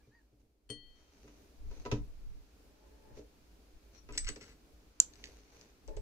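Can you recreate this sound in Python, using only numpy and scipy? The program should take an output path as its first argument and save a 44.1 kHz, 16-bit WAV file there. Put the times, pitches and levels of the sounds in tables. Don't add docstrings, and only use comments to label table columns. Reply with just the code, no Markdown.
import sys
import numpy as np
from scipy import signal
from scipy.fft import rfft, irfft
from scipy.io import wavfile
from scipy.ndimage import uniform_filter1d

SR = 44100
rng = np.random.default_rng(int(sys.argv[2]) if len(sys.argv) > 2 else 0)


def unload_wav(signal):
    wavfile.write(
        sys.argv[1],
        SR,
        np.round(np.clip(np.atleast_2d(signal).T, -1, 1) * 32767).astype(np.int16),
    )


N = 265041
T = np.arange(N) / SR

# f/Hz, relative level/dB, t60/s
BED_MODES = [(49.6, -10.5, 0.45), (118.9, 0.5, 0.18), (172, -22, 0.28), (211.7, -14, 0.2),
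             (237.9, -11.5, 0.23), (295.1, -6, .2), (323, -15, 0.19), (418, 7, 0.068), (440, -10.5, 0.096),
             (467.5, -5, 0.14), (541.6, -12, 0.1803), (587.6, -11, 0.11), (657, -15, 0.14),
             (744, -20, 0.17), (920, -12, 0.085), (1300, -18, 0.099)]
# f/Hz, relative level/dB, t60/s
ROD_RING_MODES = [(7820, -4, 0.11), (7892, -1, 0.21), (8039, -9.5, 0.18), (8240, -18, 0.097),
                  (7810, 4.5, 0.041), (6210, -5, 0.037), (10000, -28, 0.097)]
# f/Hz, relative level/dB, t60/s
ROD_DAMPED_MODES = [(1750, -4.5, .04), (1960, -5, .04), (2230, -4.5, .04), (2470, -4, .04), (2900, -5, .04),
                    (3750, -4, .035), (4410, -1, 0.042), (4750, -1, 0.037), (5430, -1, 0.034),
                    (6060, 0, 0.039), (6760, -2.5, 0.035)]
# f/Hz, relative density/dB per Hz
TICK_SPECTRUM = [(600, -21), (1300, -17), (1800, 0.5), (3200, -4), (4800, 1.5), (6300, 5), (7400, -2),
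                 (8100, -16), (9000, -29), (16000, -32)]


def amp(db):
    return 10 ** (np.asarray(db) / 20)


def evened(x):
    return x / np.sqrt(np.mean(x ** 2) + 1e-20)


def grainy(grain_db, samples):
    return amp(grain_db * evened(uniform_filter1d(rng.standard_normal(N), size=samples)))


def read(points, hz):
    f, value = np.transpose(points)
    return np.interp(np.log(hz + 1), np.log(f + 1), value)


def sides(pan_db):
    return amp([[pan_db / 2], [-pan_db / 2]])


def both_ears(x, left_lag_s=0.00014):
    return np.array([np.roll(x, round(left_lag_s * SR)), x])


def add(mix, s, sound):
    part = mix[:, max(round(s * SR), 0):][:, :sound.shape[-1]]
    part += sound[..., :part.shape[1]]


def colour(x, spectrum, size=2048):
    hz = abs(np.fft.fftfreq(size, 1 / SR))
    log_gain = np.log(amp(np.maximum(read(spectrum, hz), -100)))
    response = np.exp(np.conj(signal.hilbert(log_gain)))
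    taps = np.fft.ifft(response).real[:size // 2]
    return signal.oaconvolve(x, taps[None] / np.linalg.norm(taps), axes=1)[:, :x.shape[1]]


def noise(spectrum, likeness=None):
    # f/Hz, left-right likeness (below 0 counts as 0)
    usual_likeness = [(25, 0.88), (60, 0.99), (130, 0.55), (290, 0.94), (640, 0.33), (1410, -0.11),
                      (3100, -0.07), (6820, -0.35), (15000, 0.01)]
    hz = np.fft.rfftfreq(N, 1 / SR)
    a, b = rfft(rng.standard_normal((2, N)))
    same = np.clip(read(usual_likeness if likeness is None else likeness, hz), 0, 1)
    pair = np.array([a, same * a + np.sqrt(1 - same ** 2) * b])
    return evened(irfft(pair * amp(read(spectrum, hz)), N))


def ring(modes, step=1):
    t = np.arange(SR)[None] / SR
    return sum(step ** k * amp(db) * np.exp(-np.log(1000) * t / t60) * np.sin(2 * np.pi * hz * t)
               for k, (hz, db, t60) in enumerate(modes))


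def driven(x, modes):
    response = ring(modes, step=-0.98)
    return signal.oaconvolve(x, response / np.linalg.norm(response), axes=1)[:, :N]


def burst(decay_s, rise_s=.0001, size=6000):
    t = np.arange(size) / SR
    return rng.standard_normal((2, size)) * np.exp(-t / decay_s) * (1 - np.exp(-t / rise_s))


def bounces(s, touches, gap_s, fade_db):
    return [(s + k * gap_s, k * fade_db) for k in range(touches)]


def struck(hits, modes, right_lag_s, focus_db=8.5):
    out = np.zeros((2, N))
    for s, db, focus_hz in hits:
        focused = [(hz, mode_db - focus_db * np.log2(hz / focus_hz) ** 2, t60)
                   for hz, mode_db, t60 in modes]
        sound = amp(db) * ring(focused, step=-0.98)
        add(out[:1], s, sound)
        add(out[1:], s + right_lag_s, sound)
    return out


def swells(rows):
    return sum(amp(db) * np.exp(-2 * ((T - s) / length * 2) ** 2) for s, length, db in rows)


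def room(x, wet_db, gap_s=.003, step_size=12):
    # f/Hz, t60/s
    room_t60 = [(100, 0.29), (500, .25), (2000, 0.18), (7000, 0.19), (14000, 0.14)]
    count = SR // 2 // step_size
    taps = np.zeros((2, SR))
    at = round(gap_s * SR) + step_size * np.arange(count) + rng.integers(0, step_size, (2, count))
    np.put_along_axis(taps, at, rng.choice([-1., 1.], at.shape), 1)
    hz, t, z = signal.stft(taps, SR, nperseg=256)
    decay = np.exp(-np.log(1000) * t / read(room_t60, hz)[:, None])
    tail = signal.istft(z * decay, SR, nperseg=256)[1]
    return x + amp(wet_db) * signal.fftconvolve(x, tail / np.linalg.norm(tail[0]), axes=1)[:, :N]


def bench(build_up_s=0.0044):
    # t/s, level/dB, lowest f moved/Hz, loose-part clatter/dB, touches
    knocks = [(0.072, -54, 69.5, -76, 1), (0.324, -59.5, 70, -85, 1), (0.428, -64, 70, -85, 1),
              (0.697, -38.5, 89, -52, 1), (0.702, -39, 398, -54, 1), (1.241, -46, 201, -80, 1),
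              (1.278, -51.5, 150, -60, 1), (1.712, -46, 378, -57.5, 1), (1.762, -48.5, 378, -67, 1),
              (1.851, -34, 353, -44.5, 1), (1.859, -31, 348, -45.5, 1), (1.914, -51, 204, -32.5, 1),
              (1.921, -22, 57.6, -42, 1), (3.105, -52, 60, -74, 1), (3.172, -42.5, 300, -64, 2),
              (4.088, -43, 240, -54.5, 2), (4.152, -44.5, 236, -50.5, 1), (4.288, -39.5, 210, -44.5, 1),
              (4.361, -42, 259, -47, 1), (4.413, -45.5, 200, -61, 1), (5.883, -44.5, 531, -54, 1),
              (5.969, -42, 517, -52.5, 1)]
    # f/Hz, relative density/dB per Hz
    clatter = [(290, -19.5), (500, -2.5), (714, -9), (1650, -14.5), (2170, -15.5), (2610, -12), (3270, -17),
               (3750, -16.5), (5230, -16), (6570, -16.5), (8250, -38), (15000, -46)]
    heavy_contact_s, half_contact_hz = 0.0023, 583
    rock_s, rock_db = 0.017, -2.5
    body, loose = np.zeros((2, 2, N))
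    t = np.arange(SR // 20) / SR
    spread = 1 - np.exp(-np.arange(SR) / SR / build_up_s)
    top = spread * ring(BED_MODES, step=-1.025)
    for s, db, lowest_hz, clatter_db, touches in knocks:
        contact_s = heavy_contact_s / (1 + (lowest_hz / half_contact_hz) ** 2)
        push = t * np.exp(-4 * t / contact_s)
        highpass = signal.butter(2, lowest_hz, "high", fs=SR, output="sos")
        push = signal.sosfilt(highpass, push / push.sum())
        thud = signal.fftconvolve(top, push[None], axes=1)
        for at, weaker_db in bounces(s, touches, rock_s, rock_db):
            add(body, at, amp(db + weaker_db) * thud)
            add(loose, at, amp(clatter_db + weaker_db) * burst(decay_s=0.007, rise_s=0.00083))
    thuds = room(body, wet_db=-7.5).mean(0)
    return thuds + room(colour(loose, clatter) * sides(pan_db=-1.5), wet_db=-5.0)


def tailstock():
    # t/s, level/dB, f rung most/Hz
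    hits = [(1.277, -58, 1700), (1.712, -58, 1100), (1.852, -50, 1000), (1.860, -39, 1100),
            (1.866, -47, 1150), (1.914, -45, 3200), (1.918, -39, 950), (1.921, -44, 2000),
            (4.089, -51, 1470), (4.097, -55, 1320), (4.108, -54, 1400)]
    # f/Hz, relative level/dB, t60/s
    modes = [(720, -5, 0.078), (925, -6, .09), (992, -1, 0.07), (1103, -10.5, 0.066), (1293, -3, 0.058),
             (1587, -7, 0.06), (1960, -4, 0.048), (2376, -5, 0.073), (2565, -2, 0.069), (2760, -4.5, 0.081),
             (3016, -9, .1), (3850, -5, .05)]
    return room(struck(hits, modes, right_lag_s=.00016) * sides(pan_db=1.2), wet_db=-7.5)


def chuck(grain_db=3):
    # t/s, level/dB, f rung most/Hz
    hits = [(3.172, -51.5, 480), (3.191, -48.5, 452), (5.881, -43.5, 700), (5.894, -45, 480),
            (5.909, -43, 494), (5.969, -42, 477)]
    # f/Hz, relative level/dB, t60/s
    modes = [(296, -9, 0.17), (422, 0.5, 0.078), (554, -6.5, 0.1), (617, -8, .09), (868, -9, 0.09),
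             (1014, -12.5, 0.054), (1740, -6, .014)]
    # middle t/s, length/s, level/dB
    turns = [(2.95, 0.63, -68.5), (3.12, 0.17, -69), (5.945, 0.067, -58)]
    friction = grainy(grain_db, samples=400) * rng.standard_normal((2, N))
    murmur = evened(signal.oaconvolve(friction, ring(modes, step=-1.05), axes=1)[:, :N])
    knocks = struck(hits, modes, right_lag_s=0.00029) * sides(pan_db=0.5)
    return room(knocks + murmur * swells(turns), wet_db=-5)


def clack(s=5.001, level_db=-6, right_lag_s=.00014, spit_db=-25):
    # f/Hz, relative level/dB, swell time/ms, left-right/dB
    modes = [(2970, -25, 0.66, 7), (4240, -22, 1.1, 6), (5330, -19.5, 0.99, 9), (6160, -10, 1.53, 6.5),
             (7214, -1.5, 0.86, -8.5), (7400, -14, 0.88, -2.5), (8900, -23.5, 0.86, 0),
             (10460, -25, 0.99, 9.5), (11600, -29, 0.93, -2), (14200, -37, .3, 1.5)]
    # f/Hz, relative density/dB per Hz
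    spit_spectrum = [(1500, -13), (3000, -11), (6000, -1.5), (7500, 0), (9000, -11.5), (11000, -10.5),
                     (12200, -24), (16000, -32)]
    out, spit = np.zeros((2, 2, N))
    t = np.maximum(np.arange(SR // 20) / SR - np.array([[0], [right_lag_s]]), 0)
    for hz, db, swell_ms, pan_db in modes:
        u = t / (swell_ms / 1000)
        swell = (u * np.exp(1 - u)) ** 2
        add(out, s, amp(level_db + db) * sides(pan_db) * swell * np.sin(2 * np.pi * hz * t))
    add(spit, s, amp(spit_db) * burst(decay_s=0.0017))
    return room(out, wet_db=-20.5) + room(colour(spit, spit_spectrum), wet_db=-6.5)


def clinks(spit_db=4, damped_db=-17):
    # t/s, tick/dB, rod ring/dB, left-right/dB, touches
    rod_touches = [(4.124, -48, -62.5, 6, 1), (4.1757, -26, -44, 7, 1), (4.1783, -22, -36.5, 4.5, 2),
                   (4.1865, -37, -48, 2, 1), (4.246, -37, -55, 6, 1), (4.271, -42, -70, 5, 1),
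                   (4.2785, -40, -62, 5, 1), (4.284, -40, -60, 11, 1), (4.289, -31.5, -46, 8, 1),
                   (4.2912, -34.5, -56, 7, 1), (4.360, -42.5, -70, 8, 1), (4.411, -51, -78, 7, 1),
                   (4.427, -45.5, -74, 11, 1), (5.136, -50.5, -79.5, 10, 1), (5.156, -55, -80, 9.5, 1),
                   (5.2401, -35, -70, -4, 3), (5.612, -49, -86.5, 6, 1), (5.8775, -51, -73, 9, 1),
                   (5.967, -46, -67.5, 6, 1)]
    # f/Hz, relative density/dB per Hz
    spit_spectrum = [(1500, -15), (3000, -4), (6000, -6), (9000, -4.5), (14000, -13), (16000, -26)]
    bounce_s, bounce_db = 0.0158, -5
    pressed_db, chatter_s = -26, .0026
    ticks, spits, rings, lows = np.zeros((4, 2, N))
    rod = ring(ROD_RING_MODES)
    damped = both_ears(ring(ROD_DAMPED_MODES, step=-0.98)[0])
    for s, tick_db, ring_db, pan_db, touches in rod_touches:
        add(rings, s, amp(ring_db) * rod)
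        gap_s = chatter_s if tick_db > pressed_db else bounce_s
        for at, weaker_db in bounces(s, touches, gap_s, bounce_db):
            touch_db = tick_db + weaker_db
            contact = sides(pan_db) * both_ears(burst(decay_s=0.00097)[0])
            add(ticks, at, amp(touch_db) * contact)
            add(spits, at, amp(2 * touch_db + spit_db) * contact)
            add(lows, at, amp(touch_db + damped_db) * sides(pan_db) * damped)
    dry_clinks = colour(ticks, TICK_SPECTRUM) + colour(spits, spit_spectrum) + lows
    return room(dry_clinks, wet_db=-11.5) + room(rings * sides(pan_db=-2.5), wet_db=-6)


def scrape(slips_per_s=1500, clump_db=1.5, spread_db=3, ring_db=-13, grind_db=-1.5, damped_db=-4.5):
    # t/s, length/s, level/dB
    drags = [(4.124, 0.043, -57), (4.2, 0.07, -61.5), (4.264, 0.012, -45.5), (4.275, 0.014, -42),
             (4.295, 0.0073, -57), (4.404, 0.037, -56.5), (4.445, 0.086, -66.5)]
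    # f/Hz, relative density/dB per Hz
    grind_spectrum = [(600, -25), (1300, 4.5), (2000, 5.5), (3200, -1), (4900, -2), (6200, -0.5),
                      (7200, -10), (7900, 0), (8800, -49), (14000, -29)]
    attack_s, release_s = 0.0053, 0.0041
    pressure = sum(amp(db) * np.clip((T - s) / attack_s, 0, 1)
                   * np.exp(-np.maximum(T - s - length, 0) / release_s) for s, length, db in drags)
    clumps = grainy(clump_db, samples=100)
    sizes = amp(spread_db * np.minimum(rng.exponential(1, N), 3))
    happens = rng.random(N) < slips_per_s / SR
    impulses = evened(clumps * sizes * happens * rng.standard_normal(N))
    slips = both_ears(impulses * pressure)
    grind = amp(grind_db) * colour(slips, grind_spectrum) + amp(damped_db) * driven(slips, ROD_DAMPED_MODES)
    singing = amp(ring_db) * driven(slips, ROD_RING_MODES)
    return room(grind * sides(pan_db=5.0) + singing, wet_db=-6.5)


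def hex_key(tick_db=-4):
    # t/s, level/dB
    key_touches = [(0.692, -59), (0.702, -41.5)]
    # f/Hz, relative level/dB, t60/s
    modes = [(1955, -21.5, 0.7), (3143, -9, 0.75), (3147, -4, 0.15), (4360, -9.5, 0.63), (4364, -12, 0.16),
             (8576, -5.5, 0.11), (9350, -10.5, 0.15), (15120, -39, .15)]
    rings, ticks = np.zeros((2, 2, N))
    for s, db in key_touches:
        add(rings, s, amp(db) * ring(modes))
        add(ticks, s, amp(db + tick_db) * burst(decay_s=0.0027))
    return rings * sides(pan_db=11.0) + room(colour(ticks, TICK_SPECTRUM), wet_db=-3.0)


def squeak(flutter_db=2.5, sag_per_s=1.4, jitter=.006):
    # t/s, length/s, top f/Hz, level/dB
    squeaks = [(0.002, 0.02, 850, -76), (0.023, 0.045, 1190, -77.5), (0.103, 0.12, 944, -68.5)]
    harmonics = [(1, -10), (2, 0.5), (5, -16)]
    out = np.zeros((2, N))
    for s, length, top_hz, db in squeaks:
        arch = np.sin(np.pi * np.arange(0, length, 1 / SR) / length)
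        waver, flutter = evened(uniform_filter1d(rng.standard_normal((2, len(arch))), size=90))
        sag = 1 - sag_per_s * length * (1 - arch)
        phase = 2 * np.pi * np.cumsum(top_hz * sag * (1 + jitter * waver)) / SR
        tone = sum(amp(harmonic_db) * np.sin(k * phase) for k, harmonic_db in harmonics)
        add(out, s, amp(db) * arch * amp(flutter_db * flutter) * tone)
    return room(out, wet_db=-7)


def brush():
    strokes = [(3.951, .02, -65.5), (3.978, 0.064, -65.5)]
    # f/Hz, relative level/dB, t60/s
    modes = [(1150, -6, .006), (2400, -3, .004), (4240, -1, .006), (5700, -4, .05), (6200, -2, .005),
             (6860, -9, .01)]
    friction = rng.standard_normal((2, N)) * swells(strokes)
    return room(driven(friction, modes) * sides(pan_db=6), wet_db=-8)


def rubs(grain_db=3, body_db=-5):
    # middle t/s, length/s, level/dB
    strokes = [(0.12, 0.31, -84), (0.41, 0.044, -78.5), (1.0, 0.16, -75), (1.27, 0.62, -69.5),
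               (1.78, 0.24, -63), (3.18, 0.096, -62.5), (3.96, 0.089, -65.5), (4.47, 0.14, -63.5),
               (5.27, 0.51, -63.5), (5.6, 0.29, -63)]
    # f/Hz, relative density/dB per Hz
    hiss_spectrum = [(500, 3), (1200, -4.5), (2400, -2), (3300, -8.5), (4400, -3), (5200, -7), (6100, 1.5),
                     (7200, -12), (8300, -19.5), (11000, -19), (15000, -29.5)]
    grain = grainy(grain_db, samples=120)
    bed = signal.oaconvolve(grain * rng.standard_normal(N), ring(BED_MODES, step=-1.03)[0])[:N]
    return swells(strokes) * (evened(noise(hiss_spectrum) * grain) + amp(body_db) * evened(bed))


def background(hum_db=-57, hiss_db=-66, hum_dip_share=0.77, waver_db=1.6):
    # f/Hz, relative density/dB per Hz (three spectra)
    hum_spectrum = [(20, -6.5), (38, -4), (52, 8.5), (66, -1.5), (100, -14.5), (170, -14.5), (240, -12.5),
                    (300, -7.5), (350, -16.5), (410, -12), (520, -17.5), (750, -22), (1200, -38)]
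    hiss_spectrum = [(400, -24), (700, -6), (900, -4), (1400, -4.5), (1900, -8.5), (2400, -6), (3300, -10),
                     (4300, -8), (6300, -10.5), (7300, -14.5), (8300, -21.5), (14500, -23.5),
                     (16000, -17.5)]
    rumble_spectrum = [(8.8, -25), (15, 6.5), (32, 2.5), (53, -5.5), (119, -24.5), (179, -32), (200, -27),
                       (260, -74), (440, -120)]
    # f/Hz, left-right likeness
    rumble_likeness = [(20, .1), (60, .55), (150, .9)]
    arm_moves = [(0.85, 0.38, -58), (1.68, 0.19, -38.5), (1.803, 0.064, -40), (1.98, 0.29, -41.5),
                 (2.27, 0.37, -45.5), (3.15, 0.24, -55.5), (3.758, 0.054, -51), (4.16, 0.2, -45.5),
                 (4.27, 0.15, -41), (5.91, 0.12, -42.5), (6.0, 0.14, -38)]
    # t/s, relative level/dB
    dip = [(0, -12), (0.6, -23), (1.0, -8.5), (1.4, -6)]
    dip_db = np.interp(T, *np.transpose(dip))
    rates_hz = np.geomspace(.7, 6, 12)
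    waver = evened(sum(np.sin(2 * np.pi * (rate * T + rng.random())) for rate in rates_hz))
    hum = noise(hum_spectrum) * amp(hum_db + hum_dip_share * dip_db + waver_db * waver)
    hiss = noise(hiss_spectrum) * amp(hiss_db + dip_db)
    rumble = noise(rumble_spectrum, rumble_likeness) * swells(arm_moves)
    return hum + hiss + rumble


def scene():
    lathe = bench() + tailstock() + chuck()
    rods = clack() + clinks() + scrape()
    touches = hex_key() + squeak() + brush() + rubs()
    return lathe + rods + touches + background()


def record(dry, lopsided=0.15, blip_hz=450, edge_hz=15600):
    blip = signal.sosfilt(signal.butter(2, blip_hz, fs=SR, output="sos"), dry ** 2)
    lowpass = signal.firwin(255, edge_hz, window=("kaiser", 8), fs=SR)
    return signal.oaconvolve(dry - lopsided * blip, lowpass[None], "same")


dry = scene()
out = record(dry)
unload_wav(out)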